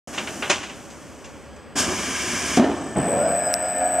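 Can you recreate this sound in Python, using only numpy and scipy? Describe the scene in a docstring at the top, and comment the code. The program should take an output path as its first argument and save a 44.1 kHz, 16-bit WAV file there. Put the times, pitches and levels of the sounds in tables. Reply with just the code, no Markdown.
"""A pneumatic spin welder runs a cycle in a factory yard, heard close up by a pair of microphones.
Its head rumbles down and lands with a chattering thud that rings the frame. Before that, metal parts clack
while air bleeds away, and a valve opens with a hiss. A servo then spins up: its drive whines in switching tones,
the parts rub as coloured noise until they soften, and the transmission drones in harmonics of its speed.
Behind it all lie the distant hum of the factory and a little wind on the microphones."""
import sys
import numpy as np
from scipy import signal
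from scipy.fft import rfft, irfft
from scipy.io import wavfile

SR = 44100
rng = np.random.default_rng(int(sys.argv[2]) if len(sys.argv) > 2 else 0)


def write(x):
    x = np.atleast_2d(x).T
    wavfile.write(sys.argv[1], SR, np.round(np.clip(x, -1, 1) * 32767).astype(np.int16))


N = 176400
T = np.arange(N) / SR


def amp(db):
    """Decibels to gain."""
    return 10 ** (np.asarray(db) / 20)


def unit(x):
    """Scales to rms 1."""
    return x / np.sqrt(np.mean(abs(x) ** 2) + 1e-20)


def curve(points):
    """Joins (time [s], value) rows with straight lines."""
    return np.interp(T, *np.transpose(points))


def read(points, hz):
    """Reads (frequency [Hz], value) rows on a log axis."""
    f, value = np.transpose(points)
    return np.interp(np.log(hz + 1), np.log(f + 1), value)


# Likeness of the two microphones: (frequency [Hz], correlation [-1 to 1])
MIC_LIKENESS = [(30, .1), (60, .3), (130, 1), (290, 0.98), (1400, 1), (3100, 1), (6800, 0.85), (15000, .2)]


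def noise(colour, ripple_db=2, ripple_hz=45):
    """Coloured noise of rms 1 with a random fine ripple in its spectrum, partly shared by the microphones."""
    hz = np.fft.rfftfreq(N, 1 / SR)
    common, difference = rfft(rng.standard_normal((2, N)))
    ripple = np.interp(hz / ripple_hz, np.arange(N), rng.standard_normal(N))
    ripple = ripple * hz / (hz + 500)  # smoother in the bass
    same = np.clip(read(MIC_LIKENESS, hz), -1, 1)
    mid = common * np.sqrt(1 + same)
    side = difference * np.sqrt(1 - same)
    gain = amp(read(colour, hz) + ripple_db * ripple)
    return unit(irfft(np.array([mid + side, mid - side]) * gain, N))


def drift(rate_hz):
    """Random motion of rms 1, mostly slower than the given rate."""
    hz = np.fft.rfftfreq(N // 10, 10 / SR)
    smooth = 1 / (1 + (hz / rate_hz) ** 4)
    slow = irfft(rfft(rng.standard_normal(N // 10)) * smooth, N // 10)
    return unit(np.interp(T, T[::10], slow))


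def ring(hz, width_hz):
    """A resonance kept sounding by friction: a carrier whose size and phase wander, of rms 1."""
    wander = drift(width_hz / 2) + 1j * drift(width_hz / 2)
    return unit((wander * np.exp(2j * np.pi * hz * T)).real)


def rings(resonances):
    """Sums resonances given as (frequency [Hz], width [Hz], level [dB])."""
    return sum(amp(db) * ring(hz, width_hz) for hz, width_hz, db in resonances)


def tone(cycles):
    """A sine of rms 1 with a random start."""
    return np.sqrt(2) * np.sin(2 * np.pi * (cycles + rng.random()))


def strike(start, rise, t60):
    """Envelope of a blow: straight rise, then exponential decay by 60 dB in t60."""
    rising = np.clip((T - start) / rise, 0, 1)
    return rising * np.exp(-np.log(1000) * np.maximum(T - start - rise, 0) / t60)


# Rumble of the moving slide: (time [s], level [dB])
SLIDE_LEVEL = [(1.75, -36), (1.765, -26), (1.82, -31), (1.89, -25), (1.94, -29), (2.15, -33.5), (2.55, -31),
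               (2.85, -31), (3.1, -45.5)]
# Spectrum of that rumble: (frequency [Hz], density [dB per Hz])
SLIDE_COLOUR = [(18, -67), (30, -31), (70, -1.5), (87, -5.5), (118, -12.5), (156, -6.5), (290, -2),
                (328, -7.5), (366, -3), (414, -9.5), (530, -14.5), (608, -9), (909, -15.5), (997, -15.5),
                (1200, -12), (1560, -29), (2640, -120)]
# Landing and rebounds of the head: (time [s], level [dB])
THUDS = [(2.572, -9.5), (2.583, -16), (2.594, -11), (2.619, -16.5), (2.640, -16), (2.669, -23),
         (2.693, -21), (2.714, -21.5), (2.746, -37)]
# Spectrum of the blows: (frequency [Hz], density [dB per Hz])
THUD_COLOUR = [(15, -70), (25, -42), (124, -21), (180, -10), (259, -1), (460, -11), (493, -16.5),
               (679, -7.5), (958, -16.5), (1030, -24), (1550, -22.5), (2630, -32.5), (3160, -30.5),
               (4060, -40), (6000, -46), (7800, -73), (13200, -120)]
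# Frame modes rung by each blow: (frequency [Hz], level [dB], decay by 60 dB [s])
FRAME_MODES = [(218, -1.5, 0.23), (261, -3, 0.54), (286, -5, 0.24), (347, -8, .25), (384, -11, .2),
               (592, -8, 0.18), (666, -19, .15), (731, -6.5, 0.14), (1805, -21, 0.42)]
THUD_RISE_S, THUD_T60_S = 0.0028, 0.055
THUD_TAIL_DB, THUD_TAIL_T60_S = -12, 0.85


def head(judder_db=1.3, ring_db=-9):
    """The slide rumbles down; the head lands and rebounds, and each blow rings the frame."""
    slide = noise(SLIDE_COLOUR) * (T > VALVE_S) * amp(curve(SLIDE_LEVEL) + judder_db * drift(35))
    blows = np.zeros(N)
    for start, db in THUDS:
        blows[round(start * SR)] = amp(db)
    body = strike(0, THUD_RISE_S, THUD_T60_S)
    tail = amp(THUD_TAIL_DB) * strike(0, THUD_RISE_S, THUD_TAIL_T60_S)
    # Noise blows overlap by adding their powers
    power = abs(signal.fftconvolve(blows ** 2, body ** 2 + tail ** 2)[:N])
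    thuds = noise(THUD_COLOUR) * np.sqrt(power)
    modes = sum(amp(ring_db + db) * strike(0, THUD_RISE_S, t60) * tone(hz * T)
                for hz, db, t60 in FRAME_MODES)
    return slide + thuds + signal.fftconvolve(blows, modes)[:N]


# Metal clacks: (time [s], level [dB], treble against the low part [dB], rise [s], decay by 60 dB [s])
CLACKS = [(.122, -33, -3, 0.027, 0.41), (0.175, -20.5, -10.5, 0.0068, .17), (0.272, -24.5, -13, .001, 0.14),
          (0.423, -21, -21, 0.0023, 0.29), (0.4958, -11, -3, 0.0065, 0.17), (.604, -33, -21, .003, 0.19),
          (0.627, -29.5, -4.5, 0.0052, 0.2), (.690, -34, -9, 0.0074, 0.19), (.9, -46, 4, .005, 0.16),
          (1.241, -41, 0, 0.0051, 0.24), (1.56, -48.5, 1, 0.0044, .1), (2.561, -26, 3.5, .01, 0.055)]
# Spectrum of the clacks: (frequency [Hz], density [dB per Hz])
CLACK_COLOUR = [(35, -45), (60, -7), (103, -10.5), (193, -14), (256, -14.5), (398, -3), (469, -23),
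                (566, -2), (732, -10.5), (785, -0.5), (862, -10.5), (991, -2.5), (1200, -3), (1310, -11),
                (1440, -4.5), (2140, -7), (2350, -4.5), (2970, -4), (4030, -12), (6580, -7), (9790, -21.5),
                (13900, -65.5), (16000, -91)]
CLACK_TAIL_DB, CLACK_TAIL_T60_S = -14.5, 0.67
TREBLE_HZ = 3800


def clacks(grain_db=1.0):
    """Loose metal strikes home: sharp clatters of coloured noise, each with a faint longer tail."""
    body = noise(CLACK_COLOUR) * unit(amp(grain_db * drift(350)))
    low_pass = signal.butter(4, TREBLE_HZ, fs=SR, output="sos")
    low = signal.sosfiltfilt(low_pass, body)
    low_power, high_power = np.zeros((2, N))
    for start, db, treble_db, rise, t60 in CLACKS:
        blow = strike(start, rise, t60)
        tail = amp(CLACK_TAIL_DB) * strike(start, rise, CLACK_TAIL_T60_S)
        power = amp(db) ** 2 * (blow ** 2 + tail ** 2)
        low_power += power
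        high_power += power * amp(treble_db) ** 2
    return low * np.sqrt(low_power) + (body - low) * np.sqrt(high_power)


# Air bleeding off: (time [s], level [dB])
BLEED_LEVEL = [(.07, -37), (.3, -34.5), (.48, -34), (.62, -44), (.8, -43.5), (1.1, -46.5), (1.4, -50),
               (1.75, -59.5), (4, -65)]
# Spectrum of the bleed: (frequency [Hz], density [dB per Hz])
BLEED_COLOUR = [(53, -37), (90, -11), (234, 0.5), (296, -0.5), (488, -11.5), (647, -4), (876, -13),
                (1680, -13), (2090, -19.5), (3080, -20), (4080, -27.5), (5530, -15.5), (6030, -13),
                (6720, -14.5), (10100, -22), (11300, -30), (12900, -30.5), (14400, -39), (16000, -59)]
# Blasts from the valve: (time [s], level [dB], rise [s], decay by 60 dB [s])
BLASTS = [(1.755, -20, 0.031, 0.29), (1.793, -21, 0.009, 0.27)]
# Spectrum of the blasts: (frequency [Hz], density [dB per Hz])
BLAST_COLOUR = [(350, -44), (600, -5), (1050, -3.5), (1370, -4), (1590, 4.5), (1980, -14), (2830, -2.5),
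                (3160, 1.5), (4050, -11), (4980, 0), (6550, 0.5), (8990, -4.5), (9760, -8), (13900, -25),
                (16000, -49)]
# Spectrum of the exhaust on the down stroke: (frequency [Hz], density [dB per Hz])
EXHAUST_COLOUR = [(290, -40), (500, -11), (578, -23), (621, -8.5), (729, -13.5), (919, -18), (1020, -0.5),
                  (1090, -7), (1360, -3.5), (1460, -8), (1570, 2.5), (1690, -1.5), (1950, -5), (2330, 1),
                  (2540, -8), (3060, -3), (4090, -17), (5160, -5.5), (5970, -4), (8330, -9), (10200, -14),
                  (11100, -21.5), (13300, -27), (14900, -41), (16000, -50)]
VALVE_S, VALVE_RISE_S, LAND_S = 1.753, 0.0083, 2.575
EXHAUST_DB, EXHAUST_GROWTH_DB_PER_S = -29, 4
SHUT_T60_S, LEAK_DB, LEAK_T60_S = 0.095, -14, 3.7


def air(flutter_db=0.4):
    """Turbulent air as noise: a bleed, valve blasts, and an exhaust that shuts to a leak on landing."""
    after = np.maximum(T - LAND_S, 0)
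    shutting = amp(-60 * after / SHUT_T60_S)
    leak = amp(LEAK_DB - 60 * after / LEAK_T60_S)
    flow = np.clip((T - VALVE_S) / VALVE_RISE_S, 0, 1) * np.minimum(shutting + leak, 1)
    stroke_s = np.minimum(T, LAND_S) - VALVE_S
    exhaust = noise(EXHAUST_COLOUR) * flow * amp(EXHAUST_DB + EXHAUST_GROWTH_DB_PER_S * stroke_s)
    blast_power = sum((amp(db) * strike(start, rise, t60)) ** 2 for start, db, rise, t60 in BLASTS)
    blast = noise(BLAST_COLOUR) * np.sqrt(blast_power)
    bleed = noise(BLEED_COLOUR) * amp(curve(BLEED_LEVEL))
    return (exhaust + blast + bleed) * amp(flutter_db * drift(28))


# Level of the drive's whine before its throb: (time [s], level [dB])
WHINE_LEVEL = [(0, -68), (1.2, -69.5), (2.62, -67), (2.72, -65), (2.85, -52.5), (2.955, -56), (2.97, -43),
               (3.12, -37.5), (3.25, -38), (3.36, -35), (3.52, -34.5), (3.56, -37.5), (4.0, -34)]
# Lines round the switching tone: (multiple of the pole rate, level when slow [dB], level at full speed [dB])
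SIDEBANDS = [(-2, -35, -22), (-1, 1.5, -11.5), (0, 4, 6), (1, 7.5, -1.5), (2, -51, -17)]
# Lines round the upper switching tone: (multiple of half the pole rate, level [dB])
UPPER_SIDEBANDS = [(-11, -31), (-7, -48), (-5, -31), (-1, -18.5), (1, -37), (3, -24), (5, -42), (9, -41),
                   (13, -34)]
CARRIER_HZ, UPPER_HZ, POLES = 8005, 12008, 10
WHINE_WOBBLE, WHINE_THROB = .4, 0.19  # once a turn: phase swing [radians], depth [0-1]
WHINE_JITTER, UPPER_JITTER = 0.016, 0.17  # random phase flutter [cycles rms]


def whine(speed, turns):
    """The drive's switching tones; their sidebands fan out with speed and they throb once a turn."""
    share = speed / speed.max()
    angle = 2 * np.pi * turns
    cycles = CARRIER_HZ * T + WHINE_WOBBLE * np.sin(angle) / (2 * np.pi) + WHINE_JITTER * drift(660)
    lines = 0
    for k, slow_db, fast_db in SIDEBANDS:
        k = round(k)
        level = amp(slow_db + (fast_db - slow_db) * share ** 2)
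        fade = np.minimum(speed, 1) if k else 1  # only the centre line sounds at rest
        lines = lines + level * fade * np.cos(2 * np.pi * (cycles + k * POLES * turns))
    upper = 0
    for k, db in UPPER_SIDEBANDS:
        flutter = UPPER_JITTER * drift(150)
        upper = upper + amp(db) * tone(UPPER_HZ * T + round(k) * POLES / 2 * turns + flutter)
    return (np.sqrt(2) * lines + upper) * amp(curve(WHINE_LEVEL)) * (1 + WHINE_THROB * np.cos(angle))


# Level of the drone before the speed scales it: (time [s], level [dB])
DRONE_LEVEL = [(2.95, -37), (3.15, -26), (3.3, -26.5), (3.4, -33), (3.48, -27), (3.59, -35), (3.65, -28.5),
               (3.73, -36), (3.83, -26.5), (3.91, -32.5), (4.0, -26)]
# Transmission harmonics: (multiple of the mesh rate, level [dB])
MESH_ORDERS = [(3, -16.5), (4, -20.5), (5, -19), (6, -11.5), (7, 0), (8, 1), (9, -12), (10, -15.5),
               (11, -25), (14, -18.5), (16, -15), (17, -23), (18, -23), (19, -13.5), (21, -29)]
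# Frame resonances singing under the drone: (frequency [Hz], width [Hz], level [dB])
SINGING = [(733, 5.5, 0), (673, 71, -3.5), (530, 17, -10.5), (270, 9.1, -12.5)]
# Whirr of the turning spindle in the frame: (frequency [Hz], width [Hz], level [dB])
WHIRR = [(1646, 40, -54), (1780, 33, -48), (3050, 60, -57.5), (1379, 900, -51.5)]
MESH_PER_TURN = 7


def drone(speed, turns, jitter=0.032, waver_db=1.5, throb=0.13):
    """Transmission harmonics grow with speed and throb once a turn; the frame sings and whirrs along."""
    mesh = MESH_PER_TURN * turns
    lines = sum(amp(db + waver_db * drift(12)) * tone(round(k) * mesh + jitter * drift(25))
                for k, db in MESH_ORDERS)
    lines = lines * (1 + throb * np.cos(2 * np.pi * turns))
    growth = amp(curve(DRONE_LEVEL)) * (speed / speed.max()) ** 2
    return (lines + rings(SINGING)) * growth + rings(WHIRR) * np.minimum(speed, 1)


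# Rubbing of the parts: (time [s], level [dB])
RUB_LEVEL = [(2.945, -29), (2.972, -20), (3.03, -23), (3.1, -26), (3.22, -25), (3.34, -33.5), (3.45, -38),
             (3.6, -43.5), (4.0, -41)]
# Spectrum of the rubbing: (frequency [Hz], density [dB per Hz])
RUB_COLOUR = [(18, -73), (30, -39), (75, -5.5), (123, -10.5), (148, -2), (191, -2), (321, -8.5),
              (384, -7.5), (487, -12), (698, -4), (886, -15.5), (1040, -14), (1150, -22.5), (1740, -30),
              (3500, -35), (4550, -71), (7700, -120)]
# Groaning resonances of the joint: (frequency [Hz], width [Hz], level [dB])
GROAN = [(583, 26, -26.5), (678, 69, -26), (473, 21, -39)]
# Spectrum of the light scrape: (frequency [Hz], density [dB per Hz])
SCRAPE_COLOUR = [(500, -9), (900, -2.5), (1090, -13.5), (1250, -8), (1700, -3.5), (2040, -11.5), (2370, -8),
                 (3620, -27), (5700, -21.5), (7400, -35), (9600, -49), (16000, -92)]
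# Thin squeal that comes and goes: (time [s], level [dB])
SQUEAL_LEVEL = [(3.15, -62), (3.26, -48.5), (3.39, -57), (3.48, -41), (3.53, -64), (3.61, -55),
                (3.66, -46.5), (3.73, -55), (3.78, -54), (3.9, -62)]
GROAN_S, GROAN_WIDTH_S = 3.244, 0.13
SCRAPE_S, SCRAPE_DB = 2.95, -36.5
SQUEAL_HZ, SQUEAL_WAVER_HZ = 5080, 9.8


def rubbing(grain_db=1.4, scrape_grain_db=1.5):
    """The parts grind, groan as the speed rises, and settle to a light scrape and squeal as they soften."""
    grind = noise(RUB_COLOUR) * amp(curve(RUB_LEVEL) + grain_db * drift(110))
    groan = rings(GROAN) * np.exp(-.5 * ((T - GROAN_S) / GROAN_WIDTH_S) ** 2)
    scrape = noise(SCRAPE_COLOUR) * amp(SCRAPE_DB + scrape_grain_db * drift(90))
    squeal_cycles = np.cumsum(SQUEAL_HZ + SQUEAL_WAVER_HZ * drift(30)) / SR
    squeal = tone(squeal_cycles) * amp(curve(SQUEAL_LEVEL))
    contact = np.clip((T - SCRAPE_S) / 0.011, 0, 1)
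    return (grind + groan + scrape + squeal) * contact


# Spectrum of the tick: (frequency [Hz], density [dB per Hz])
TICK_COLOUR = [(500, -33), (1400, 0), (2200, 7), (3200, -13), (4000, -12), (4700, 0), (5400, 8.5),
               (6400, -2.5), (7500, -18), (9200, 3), (11300, 3), (14000, -11), (16000, -18)]
TICK_S, TICK_DB, TICK_T60_S = 3.5398, -7, .005


def tick(rise_s=0.00053):
    """One sharp, dry tick: a very short noise burst, the same at both microphones."""
    return unit(noise(TICK_COLOUR)[0]) * amp(TICK_DB) * strike(TICK_S, rise_s, TICK_T60_S)


# Spectrum of the distant factory: (frequency [Hz], density [dB per Hz])
YARD_COLOUR = [(15, -42), (25, -16), (76, -1), (224, -12), (313, -5), (350, -10.5), (391, -1), (477, -6),
               (582, -0.5), (650, -15), (711, -9), (1350, -13.5), (1730, -15), (2110, -18), (3210, -22),
               (3920, -32), (5000, -25.5), (6500, -53), (11000, -120)]
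# Spectrum of light wind on the microphones: (frequency [Hz], density [dB per Hz])
WIND_COLOUR = [(15, -31), (30, -17), (50, -16), (70, -3), (120, -19), (250, -10), (1000, -59)]
YARD_DB, WIND_DB = -44, -45


def yard():
    """Distant factory hum as steady noise, and a little wind that differs at each microphone."""
    wind = np.array([noise(WIND_COLOUR)[0], noise(WIND_COLOUR)[1]])
    return amp(YARD_DB) * noise(YARD_COLOUR) + amp(WIND_DB) * wind


# Spindle speed: (time [s], speed [turns per s])
SPINDLE_SPEED = [(2.62, 0), (2.85, 3.7), (3.0, 6.5), (3.1, 8.5), (3.2, 10.4), (3.3, 11.9), (3.4, 12.5),
                 (3.6, 12.6), (4.0, 12.68)]


def scene():
    """The machine at work in the yard; whine and drone follow one spindle."""
    speed = curve(SPINDLE_SPEED)
    turns = np.cumsum(speed) / SR
    machine = head() + clacks() + air() + whine(speed, turns) + drone(speed, turns)
    return machine + rubbing() + tick() + yard()


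# Level balance of the microphone pair: (frequency [Hz], left minus right [dB])
MIC_BALANCE = [(100, 0), (2500, -.2), (4400, .3), (6500, .5), (8100, 3.7), (10500, -3), (15000, -6.5)]
# Phase between the microphones: (frequency [Hz], lead of the right [radians])
MIC_LEAD = [(100, 0), (4300, 0.22), (5600, 0.6), (8000, 0.43), (10500, 2.06), (15000, 0.32)]
LOW_CUT_HZ, EDGE_HZ, START_S = 48, 15800, .074


def record(dry):
    """Two close microphone ports that differ in the treble, a bass cut, a silent lead-in, a band limit."""
    hz = np.fft.rfftfreq(N, 1 / SR)
    sides = np.array([[.5], [-.5]])  # left, right
    ports = amp(sides * read(MIC_BALANCE, hz)) * np.exp(-1j * sides * read(MIC_LEAD, hz))
    low_cut = (1j * hz / (1j * hz + LOW_CUT_HZ)) ** 2
    heard = irfft(rfft(dry) * ports * low_cut, N) * (T > START_S)
    band_limit = signal.firwin(511, EDGE_HZ, window=("kaiser", 9), fs=SR)
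    return signal.oaconvolve(heard, band_limit[None], "same")


dry = scene()
out = record(dry)
write(out)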